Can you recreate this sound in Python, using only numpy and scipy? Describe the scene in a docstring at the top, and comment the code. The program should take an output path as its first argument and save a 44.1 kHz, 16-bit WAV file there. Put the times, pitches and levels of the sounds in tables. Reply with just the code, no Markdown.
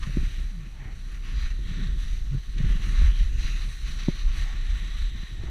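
"""On a slope of packed snow, a skier carves a run of turns wearing a camera in a plastic case.
Friction and breaking crystals at the edges give scrape, hiss and spray, with short rasps and singing
bands, over the even rush of the bases. Eddies shed by the case rumble and buffet, and air rushes over
its seams; its resonances colour the noise. Jolts arrive through the mount as dull, dispersed knocks,
and a few brief low hums slide in pitch."""
import sys
import numpy as np
from scipy import signal
from scipy.fft import rfft, irfft, next_fast_len
from scipy.io import wavfile
from scipy.ndimage import uniform_filter1d, map_coordinates

SR = 44100
rng = np.random.default_rng(int(sys.argv[2]) if len(sys.argv) > 2 else 0)


def dump_mix(stems):
    """Bounce the given channels to the path in sys.argv[1] as a 16-bit WAV at rate SR."""
    frames = np.atleast_2d(stems).T  # one column per channel
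    limited = np.clip(frames, -1, 1)  # hard clip at full scale
    pcm = np.round(limited * 32767).astype(np.int16)
    wavfile.write(sys.argv[1], SR, pcm)


N = 242550
TIME = np.arange(N) / SR

# Resonances and hollows of the case. Each row: centre in Hz, half-width in Hz, gain in dB.
CASE_RESONANCES = [(346, 54, 1.5), (574, 21, 3), (995, 47, -6.5), (1110, 49, 3.5), (1840, 102, 4),
                   (2555, 78, 2), (2990, 50, 2.5), (3490, 75, -1.5), (3990, 220, 4.5), (4530, 55, -6),
                   (5000, 180, 1.5), (5120, 310, -7), (5960, 446, 8), (7080, 160, -3), (8160, 180, -1.5),
                   (9700, 200, -1.5), (10100, 260, 3.5), (12500, 430, -4)]
# Running friction of the skis. Each row: time in seconds, level in dB before each layer's share.
RUNNING_FRICTION = [(0, -50.5), (.4, -53), (.62, -59), (.88, -60), (1.05, -55), (2.48, -54.5), (3.0, -48.5),
                    (3.3, -51), (3.75, -48.5), (4.25, -53), (4.9, -52), (5.5, -57.5)]
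# Pushes of the edges into the snow. Each row: start in seconds, length in seconds, scrape level in dB,
# hiss relative to scrape in dB, spray relative to scrape in dB.
EDGE_SKIDS = [(0.0, 0.23, -51.5, -6.5, -12), (.19, .2, -51, -2, -8.5), (0.592, 0.036, -52, -21, -24),
              (0.757, 0.16, -56, -31, -32), (1.07, 0.089, -54, -21, -12), (1.2, 0.31, -50.5, -2, -16),
              (1.342, 0.13, -52, 0, -12), (1.63, .24, -51, -2.5, -23), (1.952, 0.21, -53.5, 3, -6.5),
              (2.28, 0.033, -51.5, -5, -18), (2.555, 0.72, -47.5, -4, -16), (2.794, 0.095, -44, -8, -12),
              (2.92, .15, -43.5, -5, -18), (3.13, 0.077, -51, 4, -13), (3.357, 0.12, -45.5, 2.5, -10.5),
              (3.52, 0.13, -48.5, -1.5, -15), (3.846, 0.065, -48, 2, -7), (3.95, 0.27, -50.5, 3.5, -16),
              (4.228, 0.39, -47, -4, -33), (4.315, 0.12, -44.5, -4, -10.5), (4.609, 0.46, -49.5, -4.5, -25),
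              (4.925, 0.092, -50, -1, -9.5), (5.116, 0.21, -54.5, -1, -29), (5.376, .12, -52.5, -6, -24)]

# Source spectra, before the case colours them. Each row: frequency in Hz, relative density in dB.
SCRAPE_SPECTRUM = [(100, -32), (400, -12), (850, -8), (1200, 0.5), (2000, 4), (2900, -1), (4200, -24),
                   (7000, -15.5), (15000, -47)]
HISS_SPECTRUM = [(500, -47), (1800, -2.5), (3000, 0), (3800, 4), (4600, -0.5), (6300, -11), (7500, -25),
                 (10000, -32.5), (15000, -64)]
SPRAY_SPECTRUM = [(1000, -28), (4000, 2), (7500, 1.5), (9000, 0.5), (11000, -4.5), (14000, -7),
                  (15300, -15)]
GLIDE_SPECTRUM = [(200, 7), (500, -1.5), (800, -1.5), (1300, -7.5), (3000, -9.5), (5000, -12.5),
                  (8000, -23), (12000, -19), (15000, -21)]
RUMBLE_SPECTRUM = [(5, -23), (14, -10.5), (24, -8.5), (34, 2.5), (45, -5.5), (62, -12.5), (85, -24.5),
                   (150, -34.5), (400, -85)]
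BUFFET_SPECTRUM = [(30, -40), (70, 5), (130, 3.5), (200, -4.5), (260, -10.5), (340, -15.5), (450, -22.5),
                   (700, -44.5), (1500, -27.5), (5000, -85)]
SEAM_SPECTRUM = [(600, -29), (1400, -23.5), (1850, 10), (2500, -3), (3400, 8.5), (3900, 10), (4800, -24),
                 (6100, -40), (6900, -41), (7650, -3), (8400, -38), (15000, -52)]

# Airflow past the case. Each row: time in seconds, rumble level in dB.
AIRFLOW = [(0, -28.5), (.4, -30.5), (.75, -33.5), (1.2, -32), (1.35, -28), (2.4, -28), (3.0, -24.5),
           (3.5, -24.5), (4.1, -29), (4.8, -27), (5.5, -31.5)]
# Large eddies. Each row: peak time in seconds, rumble level in dB, half-width in seconds.
WIND_GUSTS = [(.22, -21.5, .07), (.42, -27, 0.077), (1.45, -26.5, 0.16), (1.93, -26, 0.13),
              (2.12, -21.5, 0.024), (2.69, -18.5, 0.099), (3.05, -12, 0.073), (3.23, -15.5, 0.044),
              (4.28, -16, 0.043), (4.41, -20.5, 0.035), (4.72, -21, 0.037), (5.03, -22, 0.049)]
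# Bursts of small eddies. Each row: peak time in seconds, buffet level in dB, half-width in seconds.
WIND_FLURRIES = [(.16, -42, 0.13), (.67, -42, 0.027), (.86, -38, 0.073), (1.33, -40.5, 0.077),
                 (1.8, -35, 0.15), (2.35, -33, 0.025), (2.65, -35, 0.084), (2.96, -40, 0.19),
                 (3.42, -40, 0.16), (3.89, -39, 0.032), (5.5, -40, 0.17)]
# Brief drops in the airflow. Each row: time in seconds, gain in dB, half-width in seconds.
WIND_LULLS = [(.74, -4.5, 0.12), (2.443, -11, 0.033), (3.777, -5.5, 0.052), (5.276, -12.5, 0.027)]
# An edge catching crust. Each row: peak time in seconds, level in dB, half-width in seconds.
CRUST_BITES = [(0.034, -41, 0.0098), (1.145, -49, 0.0054), (2.585, -43, .006), (2.844, -46, 0.015),
               (3.022, -55, .007), (3.879, -45.5, 0.035), (4.001, -44.5, .018)]
# A steep edge singing. Each row: peak time in seconds, level in dB, half-width in seconds,
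# band centre in Hz, band half-width in Hz.
SINGING_BANDS = [(0.037, -45, 0.018, 1160, 226), (.33, -55, 0.094, 2920, 700), (0.84, -61, 0.13, 800, 300),
                 (0.847, -55, 0.076, 2000, 450), (1.41, -49.5, 0.07, 3980, 250),
                 (1.414, -58, 0.069, 4750, 200), (2.744, -54, 0.19, 2900, 330),
                 (2.88, -58, 0.057, 6100, 600), (3.155, -50.5, 0.098, 3100, 400),
                 (3.475, -59, 0.15, 6350, 550), (3.487, -50, 0.14, 2660, 317),
                 (4.486, -58, 0.055, 810, 200), (5.46, -58, 0.077, 714, 300)]
# Jolts through the mount. Each row: time in seconds, peak in dB, cutoff in Hz, hardness from 0 to 1.
MOUNT_JOLTS = [(0.069, -24, 186, .01), (.091, -26.5, 170, 0.02), (.168, -14.5, 291, 0.01),
               (0.228, -26, 248, 0), (0.393, -35.5, 221, 0.04), (1.588, -40, 380, 0.07),
               (1.814, -30, 220, 0.02), (2.601, -17.5, 165, 0.01), (2.638, -19, 143, 0),
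               (2.701, -33, 170, 0.03), (2.752, -29.5, 216, 0), (3.014, -29.5, 284, 0.11),
               (3.208, -30, 201, 0.02), (4.082, -9, 285, 0.03), (5.148, -38, 230, 0.01),
               (5.229, -34, 240, 0.01), (5.433, -33, 386, 0), (5.482, -36, 332, 0.1)]
# Modes of the case on its mount. Each row: frequency in Hz, bandwidth in Hz, relative strength.
MOUNT_MODES = [(159, 49, 0.81), (364, 49, 2.3), (565, 56, 4.3), (920, 64, 1.8)]
# Low hums. Each row: start in seconds, length in seconds, level in dB, first and target pitch in Hz.
SLIDING_HUMS = [(.5, .18, -41.5, 235, 129.4), (1.66, 0.079, -40, 140, 200.3), (1.77, .14, -38, 369, 117.7),
                (2.305, 0.088, -28.5, 130, 132.6)]
# Air over the seams. Each row: peak time in seconds, level in dB, half-width in seconds.
SEAM_DRAUGHTS = [(1.79, -50.5, 0.2), (4.98, -50, 0.57)]


def amp(db):
    """Amplitude grows tenfold for every 20 dB."""
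    return 10 ** (np.asarray(db) / 20)


def unit(x):
    """Normalisation to an rms of 1."""
    return x / np.sqrt(np.mean(x ** 2) + 1e-20)


def bell(x, centre, half_width):
    """A Gaussian, falling to 1/e at half_width from its centre."""
    return np.exp(-((x - centre) / half_width) ** 2)


def swells(rows):
    """Incoherent swells add by power; the result is their joint gain."""
    return np.sqrt(sum((amp(db) * bell(TIME, peak, width)) ** 2 for peak, db, width in rows))


def curve(rows):
    """Linear interpolation of timed values, one result a sample."""
    return np.interp(TIME, *np.transpose(rows))


def wobble(rate):
    """Smooth random modulation: a spline through rate knots a second."""
    return map_coordinates(rng.standard_normal(N // 20), [TIME * rate + 2])


def filtered(x, response):
    """Linear filtering multiplies the spectrum by a frequency response."""
    size = next_fast_len(N + SR // 2)
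    return irfft(rfft(x, size) * response(np.fft.rfftfreq(size, 1 / SR)), size)[:N]


def through_case(x, spectrum):
    """Source and filter: x takes a source spectrum, then the resonances of the case, at rms 1."""
    knots_hz, knots_db = np.transpose(spectrum)

    def response(hz):
        source_db = np.interp(np.log(hz + 1), np.log(knots_hz), knots_db)
        case_db = sum(db * bell(hz, centre, width) for centre, width, db in CASE_RESONANCES)
        return amp(source_db + case_db)
    return unit(filtered(x, response))


def snow(rate, spread_db, grain_share, drift_db=1.4):
    """Shot noise: crystals break at random, rate a second, over the smooth noise of friction."""
    cracks = (rng.random(N) < rate / SR) * rng.choice([-1, 1], N)
    cracks = cracks * amp(spread_db * np.clip(rng.standard_normal(N), -2, 2))
    noise = np.sqrt(grain_share) * unit(cracks) + np.sqrt(1 - grain_share) * rng.standard_normal(N)
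    # The colour drifts with the ground, in patches of frequency and time.
    spectra = signal.stft(noise, nperseg=512)[2]
    patches = uniform_filter1d(rng.standard_normal(spectra.shape), size=5, axis=0)
    patches = uniform_filter1d(patches, size=22, axis=1)
    return signal.istft(spectra * amp(drift_db * unit(patches)), nperseg=512)[1][:N]


def skid(start, length, attack_s=0.057, release_s=0.052, sag_db_per_s=10.5):
    """The envelope of one push: the edge sets quickly, sags, and lets go with exponential decay."""
    age = np.maximum(TIME - start, 0)
    attack = np.minimum(age / attack_s, 1)
    release = np.exp(-np.maximum(age - length, 0) / release_s)
    return attack * amp(-sag_db_per_s * age) * release


def edge_gains(running_shares_db=(-4.5, -3, -9)):
    """Skids and running friction add by power, giving the gains of scrape, hiss and spray."""
    power = np.outer(amp(running_shares_db), amp(curve(RUNNING_FRICTION))) ** 2
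    for start, length, db, hiss_db, spray_db in EDGE_SKIDS:
        power += np.outer(amp([db, db + hiss_db, db + spray_db]), skid(start, length)) ** 2
    return np.sqrt(power)


def edges(bumps_db=-0.7):
    """Edges shear the snow; bumps and chatter modulate the amplitude of all three layers together."""
    scrape_gain, hiss_gain, spray_gain = edge_gains() * amp(bumps_db * wobble(14))
    chatter = unit(wobble(28) + 3.4 * wobble(85))
    crunch = snow(rate=1700, spread_db=2.5, grain_share=0.39)
    shear = snow(rate=2800, spread_db=3.5, grain_share=0.58)
    powder = snow(rate=4000, spread_db=4.0, grain_share=0.27)
    scrape = scrape_gain * amp(1.05 * chatter) * through_case(crunch, SCRAPE_SPECTRUM)
    hiss = hiss_gain * amp(0.92 * chatter) * through_case(shear, HISS_SPECTRUM)
    spray = spray_gain * amp(0.57 * chatter) * through_case(powder, SPRAY_SPECTRUM)
    return scrape + hiss + spray


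def glide(level_db=-63):
    """Sliding friction under the flat bases gives an even broadband rush."""
    return amp(level_db + 2.3 * wobble(9)) * through_case(rng.standard_normal(N), GLIDE_SPECTRUM)


def rumble(cutoff_hz=96, flutter_db=1.47):
    """Eddy shedding: large eddies roll off the case as low pressure fluctuations, swelling in gusts."""
    eddies = signal.hilbert(through_case(rng.standard_normal(N), RUMBLE_SPECTRUM))
    envelope = uniform_filter1d(np.abs(eddies), size=2200)
    levelled = unit(eddies.real / (envelope + .3))
    flow_gain = amp(curve(AIRFLOW) + flutter_db * wobble(9.3))
    pressure = np.hypot(flow_gain, swells(WIND_GUSTS)) * levelled
    return filtered(pressure, lambda hz: 1 / (1 + (hz / cutoff_hz) ** 6))


def buffet(base_db=-45.5, db_per_flow_db=0.19):
    """Small-scale turbulence beats on the case in lumpy flurries, over a bed that follows the flow."""
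    flow_db = curve(AIRFLOW)
    bed_gain = amp(base_db + db_per_flow_db * (flow_db - flow_db.mean()))
    lumps = amp(2.3 * wobble(45))
    eddies = unit(lumps * through_case(rng.standard_normal(N), BUFFET_SPECTRUM))
    return np.hypot(bed_gain, swells(WIND_FLURRIES)) * eddies


def wind():
    """One airflow drives turbulence at both scales, so rumble and buffet drop together in a lull."""
    lull_db = sum(db * bell(TIME, centre, width) for centre, db, width in WIND_LULLS)
    return amp(lull_db) * (rumble() + buffet())


def bites():
    """A brief pulse of force excites a harsh broadband rasp where an edge catches crust."""
    force = sum(amp(db) * bell(TIME, peak, width) for peak, db, width in CRUST_BITES)
    crust = rng.standard_normal(N)
    return force * unit(through_case(crust, SCRAPE_SPECTRUM) + 1.3 * through_case(crust, HISS_SPECTRUM))


def singing():
    """Friction noise concentrates in a band while a steep edge is pressed hard."""
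    out = np.zeros(N)
    for peak, db, width_s, centre_hz, width_hz in SINGING_BANDS:
        band = unit(filtered(rng.standard_normal(N), lambda hz: bell(hz, centre_hz, width_hz)))
        out += amp(db) * bell(TIME, peak, width_s) * band
    return out


def jolts(delay_s=0.00496, reference_hz=200, low_cut_hz=95):
    """Dispersion: bending waves carry the highs of each knock first, and the mount rings briefly."""
    size, lead = 8192, 400  # samples
    hz = np.fft.rfftfreq(size, 1 / SR)
    # The group delay is delay_s at reference_hz and falls as one over the root of frequency.
    travel = np.exp(-4j * np.pi * delay_s * np.sqrt(reference_hz * hz))
    mount = 1 + sum(gain * 1j * hz * width / (centre ** 2 - hz ** 2 + 1j * hz * width)
                    for centre, width, gain in MOUNT_MODES)
    out = np.zeros(N + size)
    for time, db, cutoff_hz, hardness in MOUNT_JOLTS:
        soft_push = hz ** 2 / (hz ** 2 + low_cut_hz ** 2) / (1 + (hz / cutoff_hz) ** 8)
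        hard_contact = hardness * hz / (hz + cutoff_hz) / (1 + (hz / (3.45 * cutoff_hz)) ** 7)
        knock = np.roll(irfft((soft_push + hard_contact) * travel * mount), lead)
        out[round(time * SR) - lead:][:size] += amp(db) * knock / np.abs(knock).max()
    return out[:N]


def hums(time_constants=2.5):
    """Soft, wavering low tones swell and fade as their pitch relaxes exponentially towards a target."""
    out = np.zeros(N)
    for start, length, db, first_hz, target_hz in SLIDING_HUMS:
        progress = np.clip((TIME - start) / length, 0, 1)
        hz = target_hz + (first_hz - target_hz) * np.exp(-time_constants * progress)
        phase = 2 * np.pi * np.cumsum(hz * (1 + 0.042 * wobble(90))) / SR
        envelope = np.sin(np.pi * progress) * amp(db + 2.1 * wobble(95))
        out += envelope * np.sqrt(2) * np.sin(phase)
    return out


def draught():
    """Flow noise: air rushing over the seams of the case hisses in a few high bands."""
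    return swells(SEAM_DRAUGHTS) * through_case(rng.standard_normal(N), SEAM_SPECTRUM)


def scene():
    """Superposition: the pressures of all sources add at the one microphone."""
    return (edges() + glide() + bites() + singing() + wind() + draught() + hums() + jolts())[None]


def record(dry):
    """Band limiting: the camera keeps nothing above its cutoff."""
    cutoff_hz = 15300
    return filtered(dry[0], lambda hz: hz < cutoff_hz)[None]


dry = scene()
out = record(dry)
dump_mix(out)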